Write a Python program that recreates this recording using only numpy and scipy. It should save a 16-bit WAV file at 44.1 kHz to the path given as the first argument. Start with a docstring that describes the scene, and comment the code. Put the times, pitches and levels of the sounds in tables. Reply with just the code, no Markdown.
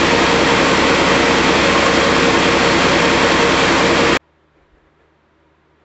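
"""Petrol engine turning steel drums

A small single-cylinder petrol engine on a workbench turns two empty steel drums: a harmonic series of the
firing rate drones through the shop, and gearing throbs and growls in a pattern repeated five times a second.
Shaped noise gives the rush, random contacts ring steel modes, and two bursts of tiny slips scrape.
After a hard cut the quiet shop fades in: coloured noise, soft shuffles, a faint hum, a rumble and a low bump."""
import sys
import numpy as np
from scipy import signal
from scipy.fft import rfft, irfft, next_fast_len
from scipy.io import wavfile

SR = 44100
rng = np.random.default_rng(int(sys.argv[2]) if len(sys.argv) > 2 else 0)


def unload_wav(signal):
    """Save mono or channel-first audio to the path in sys.argv[1] as 16-bit WAV at rate SR, clipped to [-1, 1]."""
    wavfile.write(
        sys.argv[1],
        SR,
        np.round(np.clip(np.atleast_2d(signal).T, -1, 1) * 32767).astype(np.int16),
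    )


N = 257544
TIME = np.arange(N) / SR
CUT_S, RESUME_S = 4.1727, 4.185  # the machine is cut off; the quiet shop begins

# Fundamental of the firing, before the drone's overall level: multiple of the firing rate, level/dB rms
FIRING_TONE = (1, -45.5)
# Its harmonics, before the drone's overall level: multiple of the firing rate, level/dB rms
FIRING_HARMONICS = [(2, -35), (3, -38), (4, -41), (5, -32.6), (6, -43), (7, -37), (8, -31), (9, -35),
                    (10, -31), (11, -39), (12, -42), (13, -41), (14, -26.2), (15, -41), (16, -33.5),
                    (20, -44), (21, -41), (24, -45), (25, -45.5), (26, -41.5), (28, -37), (31, -43.5),
                    (32, -38), (34, -40.5), (36, -44)]
# Swings in level of three of the harmonics, by multiple of the firing rate: t/s, added level/dB
HARMONIC_SWINGS = {14: [(0.1, -0.5), (0.36, 5.5), (0.55, -1), (0.78, 3), (1.05, -1), (1.35, 5.5),
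                   (1.57, -4), (1.77, 4), (2.15, 2), (2.9, 0), (3.4, 3), (3.75, -1), (4.0, 3)],
                   8: [(0.1, -0.5), (1.0, 4), (1.55, 2), (1.85, -12.5), (2.05, 3.5), (2.5, 4.5),
                   (2.7, -7.5), (2.92, 3), (3.85, -1.5), (4.1, 0.5)], 32: [(0.15, -10.5), (0.45, -3.5),
                   (0.62, -3.5), (1.4, -2), (1.72, 10.5), (2.3, 3), (2.77, 9), (3.05, -6), (3.27, 6.5),
                   (3.8, -3.5)]}


def drone(cycle, waver_db, waver_turns, waver_rate, flutter_db, flutter_rate, level_db):
    """Fourier series of the firing; turning drums sway it and uneven burns flutter it, high orders most."""
    out = np.zeros(N)
    for order, db in [FIRING_TONE] + FIRING_HARMONICS:
        unrest = np.sqrt(order / 10)
        if order in HARMONIC_SWINGS:
            swing_db = in_time(HARMONIC_SWINGS[order])[0]
        else:
            swing_db = unrest * waver_db * drift(waver_rate)
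        flutter = rms_one(from_db(unrest * flutter_db * drift(flutter_rate)))
        phase_waver = unrest * waver_turns * drift(waver_rate)
        turns = order * cycle + rng.random() + phase_waver
        out += from_db(db + swing_db) * flutter * np.cos(2 * np.pi * turns)
    return np.sqrt(2) * from_db(level_db) * out


# The governed engine settles very slightly under its load: t/s, firing rate f/Hz
FIRING_RATE = [(1.1, 33.51), (1.6, 33.43)]
# Strongest gear tones, sounded by the drums, before gain and throb: multiple of the shaft rate, level/dB rms
GEAR_TONES = [(15, -46.5), (25, -43), (27, -40.5), (30, -40.5), (36, -34), (37, -36.5), (40, -35.5),
              (43, -38.5), (47, -42.5), (49, -41), (51, -37.5), (53, -34.5), (61, -34.5), (62, -41.5),
              (63, -33.5), (64, -37), (66, -34.5), (67, -34), (81, -39), (82, -39.5), (83, -39.5),
              (85, -38.5), (88, -39.5), (89, -40), (90, -37.5), (92, -40.5), (102, -38), (106, -38.5),
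              (107, -37.5), (111, -35.5), (116, -39.5), (132, -42.5), (177, -44.5), (197, -42),
              (210, -42.5), (230, -43.5)]
# Typical level of the many weaker gear tones, before gain and throb: f/Hz, level/dB rms of each
GEAR_GROWL = [(35, -73), (55, -59), (90, -52), (150, -50.5), (220, -44.5), (350, -47), (550, -47.5),
              (680, -55), (1000, -56), (1500, -66.5)]
GEAR_RATIO = 13  # turns of the crank for one turn of the shaft
GEAR_GAIN_DB = 2.2
THROB_DB, THROB_TOP_S = 2.5, .043  # depth either way; time of the first top


def gearing(cycle, slack_turns, slack_rate):
    """Periodicity: uneven teeth growl alike each shaft turn; slack shifts the phase, load throbs twice a turn."""
    size = 8192  # points in one turn
    orders = np.arange(size // 2 + 1)
    hz = np.maximum(orders, 1) * 2 * FIRING_RATE[-1][1] / GEAR_RATIO  # the crank turns twice a firing
    points = np.array(GEAR_GROWL)
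    growl_db = np.interp(np.log(hz), np.log(points[:, 0]), points[:, 1], left=-np.inf, right=-np.inf)
    db = growl_db + rng.normal(0, 0.92, len(hz))
    for order, level_db in GEAR_TONES:
        db[order] = level_db

    apart_from_crank = orders % GEAR_RATIO > 0
    phases = np.exp(2j * np.pi * rng.random(len(hz)))
    one_turn = irfft(from_db(db) * apart_from_crank * phases) * size / np.sqrt(2)

    turns = 2 * cycle / GEAR_RATIO + slack_turns * drift(slack_rate)
    top_turn = np.interp(THROB_TOP_S, TIME, turns)
    throb_db = THROB_DB * np.cos(4 * np.pi * (turns - top_turn))
    growl = np.interp(turns, np.arange(size) / size, one_turn, period=1)
    return from_db(GEAR_GAIN_DB + throb_db) * growl


def exhaust(cycle, puff_share, uneven_db, steady):
    """Turbulence noise: one gas puff a cycle, each of its own strength, over the steady cooling air."""
    cycle_strengths = from_db(uneven_db * rng.standard_normal(256))
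    strength = cycle_strengths[cycle.astype(int)]
    puff = strength * np.exp(-(cycle % 1) / puff_share)
    return rms_one((steady + puff) * rng.standard_normal(N))


def clatter(cycle, per_s, spread_db, bunching):
    """Random impulse process: contacts in the drive, bunched by each crank turn (two a firing cycle)."""
    chance = per_s / SR * (1 + bunching * np.cos(4 * np.pi * cycle))
    signs = rng.choice([-1, 1], N)
    sizes = from_db(spread_db * np.minimum(rng.exponential(1, N), 4)) * signs
    return rms_one(sizes * (rng.random(N) < chance))


# Spectrum of exhaust, cooling air and drive, relative density: f/Hz, level/dB per Hz
RUSH_SPECTRUM = [(25, -45), (45, -25.5), (80, -20.5), (140, -8), (300, -0.5), (560, -3), (740, -3),
                 (1150, -1.5), (1400, -3), (2000, -2.5), (2600, -4.5), (2950, -8.5), (3350, -8),
                 (3900, -11.5)]
# Bright hiss of the drive, continuing the same spectrum: f/Hz, level/dB per Hz
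HISS_SPECTRUM = [(4400, -12), (5200, -15.5), (5700, -17), (6700, -20), (7400, -20.5), (8000, -19)]
RUSH_DB = -13.5


def rush(cycle, knocks):
    """Spectral shaping: reverberant exhaust noise and contacts take one broad colour."""
    gas = exhaust(cycle, puff_share=0.15, uneven_db=-2.0, steady=3.1)
    shaking = shop(gas + from_db(-1.5) * knocks, t60=0.4, wet_db=3.5)
    return from_db(RUSH_DB) * coloured(shaking, RUSH_SPECTRUM + HISS_SPECTRUM)


# Normal modes of the drums and frame: f/Hz, width/Hz, level/dB rms
DRUM_RESONANCES = [(126, 9, -45), (190, 14, -45), (219, 22, -35), (274, 32, -33), (349, 28, -35),
                   (431, 21, -38.5), (469.5, 15, -32), (527, 12, -39.5), (560, 26, -25.5), (602, 20, -36.5),
                   (681, 9.6, -38), (915, 20, -30.5), (930, 12, -35), (1078, 16, -33), (1090, 28, -32.5),
                   (1125, 20, -39.5), (1215, 36, -34)]
# Normal modes of small steel parts of the drive: f/Hz, width/Hz, level/dB rms
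DRIVE_RESONANCES = [(2060, 160, -38), (2870, 35, -45), (3188, 60, -31.5), (3480, 89, -50), (3770, 22, -51),
                    (4367, 120, -41), (5470, 67, -46.5), (5700, 74, -47.5), (6180, 50, -50.5),
                    (6960, 70, -47), (7240, 70, -43)]


def ringing(knocks):
    """Modal excitation: the parts turn, so every contact meets each mode with a different strength."""
    out = np.zeros(N)
    for hz, width_hz, db in DRUM_RESONANCES + DRIVE_RESONANCES:
        struck = knocks * rng.uniform(-0.71, 1, N)
        out += from_db(db) * rms_one(resonance(struck, hz, width_hz))
    return out


# Brief scrapes of the drive against steel: t/s at the top, level/dB rms
SCRAPE_EVENTS = [(0.679, -25.5), (3.6, -20.5)]
# Rasp of a scrape, relative density: f/Hz, level/dB per Hz
SCRAPE_SPECTRUM = [(1800, -27), (2600, 1.5), (3200, 1.5), (3700, -7.5), (4500, -17.5), (7500, -14)]
SCRAPE_ATTACK_S, SCRAPE_RELEASE_S = .024, .026


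def scrapes(cycle):
    """Stick-slip friction: short runs of tiny slips make the steel of the drive rasp."""
    level = sum(from_db(db) * swell(s, SCRAPE_ATTACK_S, SCRAPE_RELEASE_S) for s, db in SCRAPE_EVENTS)
    slips = clatter(cycle, per_s=3000, spread_db=5.0, bunching=0.19)
    return level * coloured(slips, SCRAPE_SPECTRUM)


def machine():
    """Superposition of drone, gearing, rush, ringing and scrapes, all driven by one crank."""
    firing_hz, = in_time(FIRING_RATE)
    cycle = np.cumsum(firing_hz) / SR
    knocks = clatter(cycle, per_s=1300, spread_db=3.0, bunching=.15)
    engine = drone(cycle, waver_db=1.3, waver_turns=0.018, waver_rate=3.4,
                   flutter_db=1.1, flutter_rate=4.5, level_db=2.6)
    gears = gearing(cycle, slack_turns=0.00032, slack_rate=4)
    return engine + gears + rush(cycle, knocks) + ringing(knocks) + scrapes(cycle)


# Soft shuffles in the quiet shop: t/s at the top, level/dB rms, release t/s
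SHUFFLES = [(4.575, -57, .03), (4.63, -58, .04), (4.77, -58.5, 0.054), (4.87, -58, .03),
            (5.01, -56.5, 0.065), (5.5, -63, .025), (5.81, -59, .05)]
# Dull colour of a shuffle, relative density: f/Hz, level/dB per Hz
SHUFFLE_SPECTRUM = [(150, -14), (330, 4), (550, 2), (900, -7), (1900, -7), (2800, -18), (5000, -34)]
SHUFFLE_ATTACK_S = 0.025


def shuffles():
    """Amplitude modulation: soft swells of dull noise."""
    level = sum(from_db(db) * swell(s, SHUFFLE_ATTACK_S, release_s) for s, db, release_s in SHUFFLES)
    return level * coloured(rng.standard_normal(N), SHUFFLE_SPECTRUM)


BUMP_S, BUMP_HZ, BUMP_LENGTH_S, BUMP_DB = 4.743, 44, .012, -46


def bump():
    """Wave packet: a low sine under a Gaussian envelope makes one soft bump."""
    since = TIME - BUMP_S
    envelope = np.exp(-(since / BUMP_LENGTH_S) ** 2)
    return from_db(BUMP_DB) * envelope * np.sin(2 * np.pi * BUMP_HZ * since)


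RUMBLE_DB, RUMBLE_RISE_DB = -80, 19
RUMBLE_TOP_S, RUMBLE_ATTACK_S, RUMBLE_RELEASE_S = 4.62, .13, .33


def rumble():
    """Modulated low-frequency noise: it rises and falls once around the bump."""
    level_db = RUMBLE_DB + RUMBLE_RISE_DB * swell(RUMBLE_TOP_S, RUMBLE_ATTACK_S, RUMBLE_RELEASE_S)
    spectrum = [(18, -10), (30, -2), (55, 5), (110, -26), (400, -66)]  # f/Hz, level/dB per Hz
    return from_db(level_db) * coloured(rng.standard_normal(N), spectrum)


# Hum of a distant fan, before its slight waver: f/Hz, level/dB rms
FAN_TONES = [(75.5, -65.7), (152.5, -67.3), (230, -77), (382, -73)]


def fan_hum():
    """Additive synthesis: steady tones whose strength and phase waver slightly."""
    out = np.zeros(N)
    for hz, db in FAN_TONES:
        strength = 1 + .15 * drift(2)
        phase = 2 * np.pi * hz * TIME + .15 * drift(2)
        out += from_db(db) * np.sqrt(2) * strength * np.sin(phase)
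    return out


# Spectrum of the quiet shop, relative density: f/Hz, level/dB per Hz
ROOM_SPECTRUM = [(20, -15), (45, -2), (75, -3), (100, 3), (180, 0), (235, 3), (270, -3.5), (330, 4),
                 (400, 6), (470, -4), (720, -1.5), (1100, 0.5), (1900, -3.5), (2700, -11), (3700, -14),
                 (5000, -24), (7700, -31)]
# Broad hollow resonances of the quiet shop: f/Hz, width/Hz, level/dB relative to the room tone
ROOM_RESONANCES = [(319, 18, -5.5), (420, 68, -11), (554, 47, -8), (960, 45, -11)]
ROOM_DB = -57.5


def room_air():
    """Room resonance: broad noise with a few hollow modes."""
    air = coloured(rng.standard_normal(N), ROOM_SPECTRUM)
    for hz, width_hz, db in ROOM_RESONANCES:
        air = air + from_db(db) * rms_one(resonance(rng.standard_normal(N), hz, width_hz))
    return from_db(ROOM_DB) * rms_one(air)


def quiet_shop():
    """Superposition of independent faint sources."""
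    return shuffles() + bump() + rumble() + fan_hum() + room_air()


def shop(x, t60, wet_db, count=6):
    """Reverberation: direct sound and dense reflections, whose paths keep changing as the drums turn."""
    age, wet = TIME[:SR // 3], 0
    for _ in range(count):
        decay = from_db(-60 * age / t60)
        tail = rng.standard_normal(len(age)) * decay * (age > .003)
        changing = x * np.cos(2 * np.pi * drift(40))
        wet = wet + irfft(rfft(changing, N) * rfft(tail, N), N)
    return rms_one(rms_one(x) + from_db(wet_db) * rms_one(wet))


def resonance(x, hz, width_hz):
    """Damped oscillator: a two-pole band-pass, already ringing at the start."""
    r = np.exp(-np.pi * width_hz / SR)
    poles = [1, -2 * r * np.cos(2 * np.pi * hz / SR), r * r]
    return signal.lfilter([1, 0, -1], poles, np.r_[x[-SR // 4:], x])[-N:]


def coloured(x, spectrum):
    """Spectral filtering: shape a steady sound by a density curve, at unit power."""
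    size = next_fast_len(N)
    hz = np.maximum(np.arange(size // 2 + 1) * SR / size, 1)
    points = np.array(spectrum)
    db = np.interp(np.log(hz), np.log(points[:, 0]), points[:, 1])
    heard = (hz > 15) & (hz < 9000)
    return rms_one(irfft(rfft(x, size) * from_db(db) * heard, size)[:N])


def drift(rate):
    """Low-passed noise: slow chance with a spread of one and two poles at the given rate in Hz."""
    r = np.exp(-80 * np.pi * rate / SR)  # worked out at every 40th sample
    slow = signal.lfilter([1], [1, -2 * r, r * r], rng.standard_normal(N // 40 + 2002))[2000:]
    return np.interp(np.arange(N) / 40, np.arange(len(slow)), rms_one(slow))


def swell(top_s, attack_s, release_s):
    """Gaussian envelope: a smooth rise from nought to one and back."""
    since = TIME - top_s
    return np.exp(-(since / np.where(since < 0, attack_s, release_s)) ** 2)


def in_time(rows):
    """Linear interpolation: each column of a curve, at every sample."""
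    s, *columns = np.transpose(rows)
    return [np.interp(TIME, s, c) for c in columns]


def from_db(db):
    """Logarithmic level: decibels to amplitude gain."""
    return 10 ** (np.asarray(db) / 20)


def rms_one(x):
    """Power normalisation: scale to a mean square of one."""
    return x / np.sqrt(np.mean(x ** 2) + 1e-20)


def scene():
    """Succession in time: first the running machine, then the quiet shop."""
    return np.where(TIME < RESUME_S, machine(), quiet_shop())[None]


# GAIN_SHARE is the part of the excess in dB that is taken away
GAIN_THRESHOLD_DB, GAIN_FOLLOW_S, GAIN_SHARE = -13.2, .035, .7


def gain_control(x):
    """Dynamic compression: follow the mean power and turn down whatever rises over the threshold."""
    r = np.exp(-1 / (GAIN_FOLLOW_S * SR))
    threshold = from_db(GAIN_THRESHOLD_DB) ** 2
    start = np.mean(x[:, :SR // 2] ** 2, axis=1, keepdims=True)
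    power, _ = signal.lfilter([1 - r], [1, -r], x ** 2, zi=start)
    return x * np.maximum(power / threshold, 1) ** (-GAIN_SHARE / 2)


MIC_TOP_HZ, CUTOFF_HZ = 7600, 15700
CUT_DECAY_S, CUT_TAIL_DB = 0.0035, -25.5  # the cut drops to this level, then decays
FADE_IN_S = 0.019


def record(dry):
    """Transduction: compression, soft saturation and a dull microphone, then a hard cut and a fade-in."""
    held = gain_control(dry)
    rounded = held / (1 + (held / .86) ** 6) ** (1 / 6)
    mic = signal.ellip(8, .2, 70, MIC_TOP_HZ, fs=SR, output="sos")
    dull = signal.sosfilt(mic, rounded)

    tail = from_db(CUT_TAIL_DB) * np.exp(-np.maximum(TIME - CUT_S, 0) / CUT_DECAY_S)
    fade_in = np.clip((TIME - RESUME_S) / FADE_IN_S, 0, 1)
    edit = np.where(TIME < CUT_S, 1, tail) + fade_in
    low_pass = signal.ellip(10, .2, 80, CUTOFF_HZ, fs=SR, output="sos")
    return signal.sosfilt(low_pass, dull * edit)


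dry = scene()
out = record(dry)
unload_wav(out)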